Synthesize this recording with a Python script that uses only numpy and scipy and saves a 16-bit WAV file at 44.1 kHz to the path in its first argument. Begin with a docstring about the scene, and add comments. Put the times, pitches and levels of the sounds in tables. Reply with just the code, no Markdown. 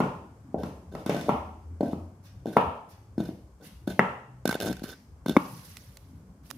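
"""A hollow wooden clog slaps on concrete, and the walker comes closer down a covered passage and stops.
Heels knock and stutter and soles slap, each blow ringing the clog's cavity, heel block, sole, shell and
rim. Grit cracks and hisses underfoot, trouser cloth rustles, and the passage answers with a short reverb.
Traffic rumbles far off under an engine's drone; at the end a hand touches the microphone's case."""
import sys
import numpy as np
from scipy import signal
from scipy.io import wavfile

SR = 44100
rng = np.random.default_rng(int(sys.argv[2]) if len(sys.argv) > 2 else 0)


def waveform_to_disk(signal):
    """Save audio, clipped to [-1, 1], as 16-bit WAV at the path in sys.argv[1]."""
    frames = np.transpose(np.atleast_2d(signal))
    scaled = np.clip(frames, -1, 1) * 32767
    samples = np.round(scaled).astype(np.int16)
    wavfile.write(sys.argv[1], SR, samples)


N = 289825

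# modes of the clog's five parts: f/Hz, relative level/dB, t60/s
CAVITY_MODES = [(242, -2.5, 0.044), (330.8, 10.5, 0.017)]
HEEL_MODES = [(435.7, 27.9, 0.0077), (707, 35.9, 0.0045)]
SOLE_MODES = [(890, 7, 0.0063), (1360, -3, 0.035)]
SHELL_MODES = [(1570, 3.5, 0.0059), (1965, 7, 0.0098), (2750, -5.5, 0.011)]
RIM_MODES = [(2190, 0, .018)]
# the heel edge knocks and stutters: t/s, strength/dB, hardness/0-1, grit crack/dB
HEEL_KNOCKS = [(0.541, -23.5, 0.49, -77), (1.092, -21.5, 0.52, -36.5), (1.143, -23, 0.35, -42),
               (1.162, -23, 0.08, -38.5), (1.208, -33, 0.27, -40), (1.282, -29.5, 0.68, -67),
               (1.805, -19, 0.42, -46), (1.827, -27, 0.61, -59.5), (1.83, -16.5, 0, -61),
               (2.455, -29, 0.54, -51.5), (2.465, -32.5, 0, -50.5), (2.472, -25, 0, -57),
               (2.481, -28, 0.07, -67), (2.563, -29, 0.68, -64), (3.177, -19, 0.07, -47.5),
               (3.2, -17, 0.01, -52.5), (3.206, -29, 0, -54), (3.287, -25, 0, -91), (3.873, -20, 0.16, -45),
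               (4.452, -17.5, 0.39, -26), (4.473, -20, 0, -25.5), (4.489, -18, 0.2, -28.5),
               (4.54, -45, 0.4, -36), (4.55, -29, 0.58, -36), (4.695, -21, 0, -48.5),
               (4.704, -27, 0, -56.5), (4.711, -23, 0.25, -70), (4.725, -51, 0.7, -35.5),
               (4.764, -63, 0.3, -45), (4.791, -55, 0.6, -48), (4.817, -28, 0, -55), (4.836, -24, 0, -71),
               (5.292, -15.5, 0, -31), (5.305, -24, 0, -52), (5.31, -28.5, .05, -63)]
# the sole lands flat: t/s, strength/dB, hardness/0-1, toe reach/0-1, grit crack/dB, cavity f/Hz, sole f/Hz
SOLE_SLAPS = [(0.0, -12, 0.44, 0.22, -40, 336, 940), (0.631, -22.5, 0.18, 0.24, -46, 330, 900),
              (0.948, -28, 0.42, 0.4, -50.5, 334, 870), (1.059, -22, 0.28, .05, -37.5, 320, 900),
              (1.289, -15, 0.66, 0, -48, 323, 892), (1.928, -21, 0.15, 0, -80, 322, 843),
              (2.565, -7.5, 0.64, 0.47, -36.5, 345, 873), (3.99, -8, 0.61, 0.82, -33, 337, 873),
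              (4.508, -36, 0.86, 0.45, -29.5, 334, 860), (4.524, -32.5, 0.88, 0.22, -35, 330, 900),
              (5.258, -20, 0.28, 0.07, -38.5, 300, 990), (5.28, -21.5, 0, 0, -37.5, 306, 965),
              (5.363, -7, 0.66, 0.2, -36, 264, 1093), (5.3665, -11, 0.36, 0.1, -43, 267, 1100)]
# drive of heel block, sole, shell and rim, relative to the cavity: soft blow/dB, hard blow/dB
KNOCK_DRIVE = [(-28.5, 0), (-20.5, -12), (-41, -31.5), (-40, -30)]
SLAP_DRIVE = [(-25, -17), (-9, 18), (-33.5, 7.5), (-33, 5.5)]
# the sole slides: start/s, end/s, grit hiss/dB, wood rumble/dB
SOLE_SCUFFS = [(0, 0.05, -66.5, -54), (0.573, 0.69, -67, -50.5), (0.912, 1.012, -66, -45),
               (1.06, 1.31, -59.5, -42), (1.81, 1.936, -67, -64), (2.472, 2.61, -62.5, -50.5),
               (3.182, 3.289, -63, -52), (3.599, 3.65, -74, -50.5), (3.869, 3.92, -52.5, -39),
               (4.484, 4.537, -50, -75.5), (4.614, 4.711, -49, -33), (4.83, 4.925, -50.5, -46.5),
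               (5.255, 5.36, -54, -43)]
# colour of crushed grit: f/Hz, relative density/dB
GRIT_COLOUR = [(710, -46), (1200, -5.5), (2350, -4.5), (3700, -5.5), (6510, -1), (7100, -14.5), (11900, -1),
               (16000, -10)]
# shell resonances that rubbing excites: f/Hz, relative level/dB, t60/s
RUBBED_MODES = [(1530, 8, .035), (3050, -4, .012), (3600, 5, .016), (4180, 0, .014), (5140, -3, .012),
                (6450, -4, .01)]
# trouser cloth and hand: start/s, end/s, level/dB, fall/s
CLOTH_RUSTLES = [(2.225, 2.272, -61.5, 0.0077), (2.875, 2.927, -61, 0.0059), (3.62, 3.672, -53.5, 0.0087),
                 (5.36, 5.71, -54, 0.19), (6.428, 6.57, -62.5, .02)]
# the reverb send falls as the walker nears: t/s, level/dB
APPROACH_SEND = [(0, 3.5), (2, -0.9), (4, -3), (4.5, -9.5), (5.4, -12.5)]
# decay of the passage: f/Hz, t60/s
REVERB_T60 = [(120, 0.42), (320, 0.51), (840, 0.59), (2210, 0.52), (5820, 0.66)]
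# colour of the passage: f/Hz, level/dB
REVERB_COLOUR = [(120, 1), (300, -5.5), (800, 0), (1500, 2.9), (2300, 6), (3400, 1), (6000, -0.5),
                 (12000, -6)]
# stereo image of grit, reverb and air: f/Hz, left-right correlation/0-1
STEREO_LIKENESS = [(130, .99), (290, 0.99), (640, 0.85), (1410, 0), (3100, 0.047), (12000, 0)]
# fingers on the case: t/s, level/dB, left minus right/dB, t60/s
FINGER_TICKS = [(5.7695, -38, -8, .016), (5.9705, -42, -6, .016), (6.503, -41, -14, .03),
                (6.5115, -29, -16, .005)]
# colour of traffic and air: f/Hz, relative density/dB
TRAFFIC_COLOUR = [(15, -54.5), (30, -48.5), (64, 7), (102, 0), (607, -22.5), (962, -22), (1610, -31.5),
                  (3520, -45), (6380, -37), (15000, -49.5)]
# fader of traffic and air: t/s, level/dB
TRAFFIC_LEVEL = [(0.0, -47.5), (1.99, -47), (2.18, -49), (6.57, -48.5)]
# pitch of the far engine: t/s, f/Hz
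ENGINE_PITCH = [(.5, 74), (1.3, 70.5), (1.6, 81.5), (2.0, 86), (2.4, 103.5), (3.15, 107.5), (4.35, 126)]
# swells of the far engine: t/s, peak level/dB
ENGINE_SWELLS = [(.68, -43.5), (1.4, -40), (1.72, -38.5), (2.021, -39.5), (2.302, -48), (3.099, -51.5),
                 (4.353, -48.5)]

# per part (cavity, heel block, sole, shell, rim): low modes are pushed slowly, high ones tapped
CONTACT_S = (0.0028, 0.0017, 0.0011, 0.00029, 0.0003)
PART_SEND_DB = (-2.5, -3, -2, -11.5, -19.5)
CAVITY_HZ, SOLE_HZ = CAVITY_MODES[1][0], SOLE_MODES[0][0]   # strongest modes, before retuning
CAVITY_LAG_S = 0.0006   # the air under the foot answers a slap a little late
JUDDER_START_S, JUDDER_GAP_S = 4.599, 0.0094
SCUFF_RISE_S, SCUFF_FALL_S, CRACK_T60_S = 0.011, 0.01, 0.016
WOOD_TOP_HZ, LOW_CUT_HZ, HIGH_CUT_HZ = 2750, 51, 16660


def clog_blows():
    """Each blow rings the five parts, clacks the rim and snaps grit; the foot retunes cavity and sole."""
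    s, *drives_db, crack_db, cavity_hz, sole_hz, lag_s = np.hstack([heel_knocks(), sole_slaps()])
    cavity_db, heel_db, sole_db, shell_db, rim_db = drives_db
    cavity_s, heel_s, sole_s, shell_s, rim_s = CONTACT_S
    parts = np.array([
        struck_wood(CAVITY_MODES, s + lag_s, cavity_db, cavity_s, tunings=cavity_hz / CAVITY_HZ),
        struck_wood(HEEL_MODES, s, heel_db, heel_s),
        struck_wood(SOLE_MODES, s, sole_db, sole_s, tunings=sole_hz / SOLE_HZ, plate=True),
        struck_wood(SHELL_MODES, s, shell_db, shell_s, plate=True),
        struck_wood(RIM_MODES, s, rim_db, rim_s, plate=True)])
    clack = butter(contact(clicks_at(s, from_db(rim_db)), rim_s / 2), [1400, 3200])
    return parts, clack, clicks_at(s, from_db(crack_db))


def struck_wood(modes, times, drives_db, contact_s, tunings=1, plate=False):
    """Damped modes ring in a new balance at every blow; a plate's modes alternate in sign."""
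    t = np.arange(2600) / SR
    hz, mode_db, t60 = np.transpose(modes)[:, :, None]
    signs = (-1 if plate else 1) ** np.arange(len(modes))
    out = np.zeros(N + len(t))
    for start, db, tuning in np.broadcast(np.round(times * SR).astype(int), drives_db, tunings):
        spread_db = 1.5 * rng.standard_normal((len(modes), 1))
        decays = from_db(db + mode_db + spread_db - 60 * t / t60)
        out[start:start + len(t)] += signs @ (decays * np.sin(2 * np.pi * hz * tuning * t))
    dulled = butter(-contact(out, contact_s), WOOD_TOP_HZ, "low", order=4)
    return butter(dulled, 0.7 * modes[0][0], "high", order=3)   # little radiates below the lowest mode


def heel_knocks():
    """The heel edge strikes and judders, with cavity and sole at their own pitch and no lag."""
    s, db, hardness, crack_db = np.hstack([np.transpose(HEEL_KNOCKS), heel_judder(slips=10)])
    drives_db = part_drives(db, hardness, hardness, KNOCK_DRIVE)
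    pitches_and_lag = np.outer([CAVITY_HZ, SOLE_HZ, 0], np.ones(len(s)))
    return np.vstack([s, *drives_db, crack_db, pitches_and_lag])


def heel_judder(slips):
    """A dragged heel sticks and slips, the slips growing stronger, hollower and less gritty."""
    s = JUDDER_START_S + JUDDER_GAP_S * (np.arange(slips) + 0.086 * rng.standard_normal(slips))
    db = np.linspace(-37.5, -26.5, slips) + 1.6 * rng.standard_normal(slips)
    hardness, crack_db = np.linspace(0.61, 0.12, slips), np.linspace(-29, -49, slips)
    return s, db, hardness, crack_db


def sole_slaps():
    """The flat of the sole lands, pitched by the foot's load."""
    s, db, hardness, toe, crack_db, cavity_hz, sole_hz = np.transpose(SOLE_SLAPS)
    drives_db = part_drives(db, hardness, toe, SLAP_DRIVE)
    return np.vstack([s, *drives_db, crack_db, cavity_hz, sole_hz, np.full(len(s), CAVITY_LAG_S)])


def part_drives(db, hardness, toe, shares):
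    """Drive of each part in dB: hard blows reach heel block, sole and rim, the toe end rings the shell."""
    reaches = (hardness, hardness, toe, hardness)
    return [db] + [db + soft + (hard - soft) * reach for (soft, hard), reach in zip(shares, reaches)]


def scuffs(grit, snaps):
    """Grit hisses under a sliding sole and cracks under a blow; both make the shell sing."""
    friction = rng.standard_normal(N) * from_db(0.35 * drift(79))
    start, end, hiss_db, rumble_db = np.transpose(SOLE_SCUFFS)
    rumble = wood_rumble() * strokes(start, end, rumble_db, SCUFF_FALL_S)
    sliding = strokes(start, end, hiss_db, SCUFF_FALL_S) * from_db(3.5 * drift(70))
    crushing = fade(contact(snaps, 0.003), CRACK_T60_S)
    return grit * sliding, grit * crushing, rubbed_shell(friction, sliding + crushing), rumble


def wood_rumble(grains_per_s=300):
    """Grains rolling under the sole shake the cavity and the heel block."""
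    hits = rng.random(N) < grains_per_s / SR
    grains = hits * from_db(1.6 * np.minimum(rng.exponential(1, N), 4)) * rng.choice([-1, 1], N)
    pushes = contact(grains, 0.0017)
    wood = sum(from_db(db) * ring(pushes, hz, t60) for hz, db, t60 in CAVITY_MODES + HEEL_MODES)
    return unit_rms(butter(wood, 150, "high"))


def rubbed_shell(friction, envelope, over_grit_db=3, flicker_db=3.5):
    """Friction rings the thin shell, each resonance coming and going."""
    steady_rms = np.std(sum(from_db(db) * ring(friction, hz, t60) for hz, db, t60 in RUBBED_MODES))
    song = sum(ring(friction * envelope * from_db(db + flicker_db * drift(20)), hz, t60)
               for hz, db, t60 in RUBBED_MODES)
    return from_db(over_grit_db) * song / steady_rms


def cloth_rustle(noise):
    """Trouser cloth and hand brush in smooth swells of noise."""
    return noise * strokes(*np.transpose(CLOTH_RUSTLES), rise_s=0.03)


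def passage(send, positions=6, onset_s=0.0016):
    """Diffuse reverb builds briefly and dies band by band, with a new tail as the walker moves on."""
    t, out = np.arange(SR) / SR, np.zeros((2, N + SR))
    onset = 1 - np.exp(-(t / onset_s) ** 2)

    def decay(hz):
        t60 = at_hz(REVERB_T60, hz)
        return from_db(at_hz(REVERB_COLOUR, hz) - 60 * t / t60) / np.sqrt(t60)

    edges = np.linspace(0, N, positions + 1).astype(int)
    for start, end in zip(edges, edges[1:]):
        tail = stereo_noise(SR, decay) * onset / np.sqrt(SR / 14)
        out[:, start:end + SR - 1] += signal.fftconvolve(send[None, start:end], tail, axes=1)
    return out[:, :N]


def finger_touches():
    """Fingers send short, bright ticks through the microphone's case."""
    body = unit_rms(butter(rng.standard_normal(N), [556, 6940]))
    treble = unit_rms(butter(rng.standard_normal(N), [6940, HIGH_CUT_HZ]))
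    ticks = sum(fade(clicks_at([s], from_db(db)), t60) * pan(pan_db) for s, db, pan_db, t60 in FINGER_TICKS)
    return (body + from_db(-7) * treble) * ticks


def far_traffic():
    """The rumble of traffic heaves while the hiss of the air stays nearly even."""
    shared_db = 0.83 * drift(0.15)

    def heave(hz):
        swing_db = (shared_db + 5 * drift(4.9)) * min(1, 250 / hz)
        return from_db(at_hz(TRAFFIC_COLOUR, hz) + swing_db)

    return from_db(in_time(TRAFFIC_LEVEL)) * unit_rms(stereo_noise(N, heave))


def far_engine(fade_db_per_s=69.5):
    """An engine's low drone climbs in pitch and swells now and then."""
    t = np.arange(N) / SR
    level_db = np.max([db - fade_db_per_s * abs(t - s) for s, db in ENGINE_SWELLS], axis=0)
    phase = 2 * np.pi * np.cumsum(in_time(ENGINE_PITCH)) / SR
    return np.sqrt(2) * from_db(level_db) * np.sin(phase)


def contact(clicks, length_s):
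    """Soften each click into a smooth push of this length, peaking about 3 ms later."""
    t = np.arange(400) / SR - 0.003047
    push = np.cos(np.pi * np.clip(t / length_s, -0.5, 0.5)) ** 2
    return np.convolve(clicks, push / push.sum())[:N]


def strokes(starts, ends, levels_db, falls_s, rise_s=SCUFF_RISE_S):
    """Envelope of sliding contacts: linear attack, hold, exponential release."""
    t, out = np.arange(N) / SR, np.zeros(N)
    for start, end, db, fall_s in np.broadcast(starts, ends, levels_db, falls_s):
        attack = np.clip((t - start) / rise_s, 0, 1)
        out += from_db(db) * attack * np.exp(-np.maximum(t - end, 0) / fall_s)
    return out


def stereo_noise(length, gain_at_hz):
    """Half-octave bands of noise, each with its own gain and stereo width."""
    out, edges = 0, 25 * 2 ** np.arange(0, 9.6, 0.5)
    white = rng.standard_normal((2, 2, length))
    for k, (low, high) in enumerate(zip(edges, edges[1:])):
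        mid, side = butter(white[k % 2], [low, high])
        hz = np.sqrt(low * high)
        alike = at_hz(STEREO_LIKENESS, hz)
        out = out + gain_at_hz(hz) * (np.sqrt(1 + alike) * mid + np.sqrt(1 - alike) * side * [[1], [-1]])
    return out


def drift(rate_hz):
    """Smooth random wobble of unit rms."""
    step, settle = 40, 2000
    r = np.exp(-2 * np.pi * rate_hz * step / SR)
    slow = signal.lfilter([1], [1, -2 * r, r * r], rng.standard_normal(N // step + settle + 2))[settle:]
    return np.interp(np.arange(N) / step, np.arange(len(slow)), unit_rms(slow))


def clicks_at(times, gains):
    """An impulse train."""
    out = np.zeros(N)
    np.add.at(out, np.round(np.asarray(times) * SR).astype(int), gains)
    return out


def ring(clicks, hz, t60):
    """A unit click sets a sine of height 1 ringing."""
    r, w = from_db(-60 / (t60 * SR)), 2 * np.pi * hz / SR
    return signal.lfilter([0, np.sin(w)], [1, -2 * r * np.cos(w), r * r], clicks + 1e-18)


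def fade(clicks, t60):
    """Each click becomes a decaying envelope."""
    return signal.lfilter([1], [1, -from_db(-60 / (t60 * SR))], clicks + 1e-18)


def butter(x, hz, kind="band", order=2):
    """Band-, low- or high-pass filter."""
    return signal.sosfilt(signal.butter(order, hz, kind, fs=SR, output="sos"), x + 1e-18)


def in_time(points):
    """A table over time as a curve, one value a sample."""
    return np.interp(np.arange(N) / SR, *np.transpose(points))


def at_hz(points, hz):
    """Read a table on a log frequency axis."""
    freqs, values = np.transpose(points)
    return np.interp(np.log(hz), np.log(freqs), values)


def pan(left_over_right_db):
    """Left and right gains."""
    return from_db([[left_over_right_db / 2], [-left_over_right_db / 2]])


def from_db(db):
    """Decibels to gain."""
    return 10 ** (np.asarray(db) / 20)


def unit_rms(x):
    """Scale to unit rms."""
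    return x / np.sqrt(np.mean(x ** 2) + 1e-20)


def scene():
    """The clogs grow drier as they approach, over a bed of far traffic."""
    wet_db = in_time(APPROACH_SEND)
    parts, clack, snaps = clog_blows()
    parts[-1] *= from_db(-wet_db - 5.5)   # the rim's own ring is heard from close by
    grit = unit_rms(stereo_noise(N, lambda hz: from_db(at_hz(GRIT_COLOUR, hz) + 2 * drift(44))))
    hiss, crack, shell, rumble = scuffs(grit, snaps)
    hiss = hiss + cloth_rustle(grit)   # cloth shares the grit's colour
    wood = parts.sum(axis=0) + rumble
    direct = np.array([np.roll(wood, 3), wood]) * pan(2)   # three samples late on the left
    direct += (hiss + crack + shell) * pan(-5)
    # low knocks and the rim's clack echo in the passage; the rings of shell and rim stay mostly dry
    wood_send = from_db(PART_SEND_DB) @ parts + from_db(-3) * rumble + from_db(17.5) * clack
    grit_send = from_db(2) * hiss[0] + from_db(21.5) * contact(snaps, 0.0001)
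    reverb = passage(from_db(wet_db) * (wood_send + grit_send)) * pan(0.8)
    return direct + reverb + finger_touches() + (far_traffic() + far_engine()) * pan(1.2)


def record(dry):
    """Round off the loudest peaks, then trim the deepest bass and the very top."""
    rounded = 2.5 * np.tanh(dry / 2.5)
    trimmed = butter(rounded, LOW_CUT_HZ, "high", order=1)
    return signal.sosfilt(signal.cheby2(12, 70, HIGH_CUT_HZ, fs=SR, output="sos"), trimmed)


dry = scene()
out = record(dry)
waveform_to_disk(out)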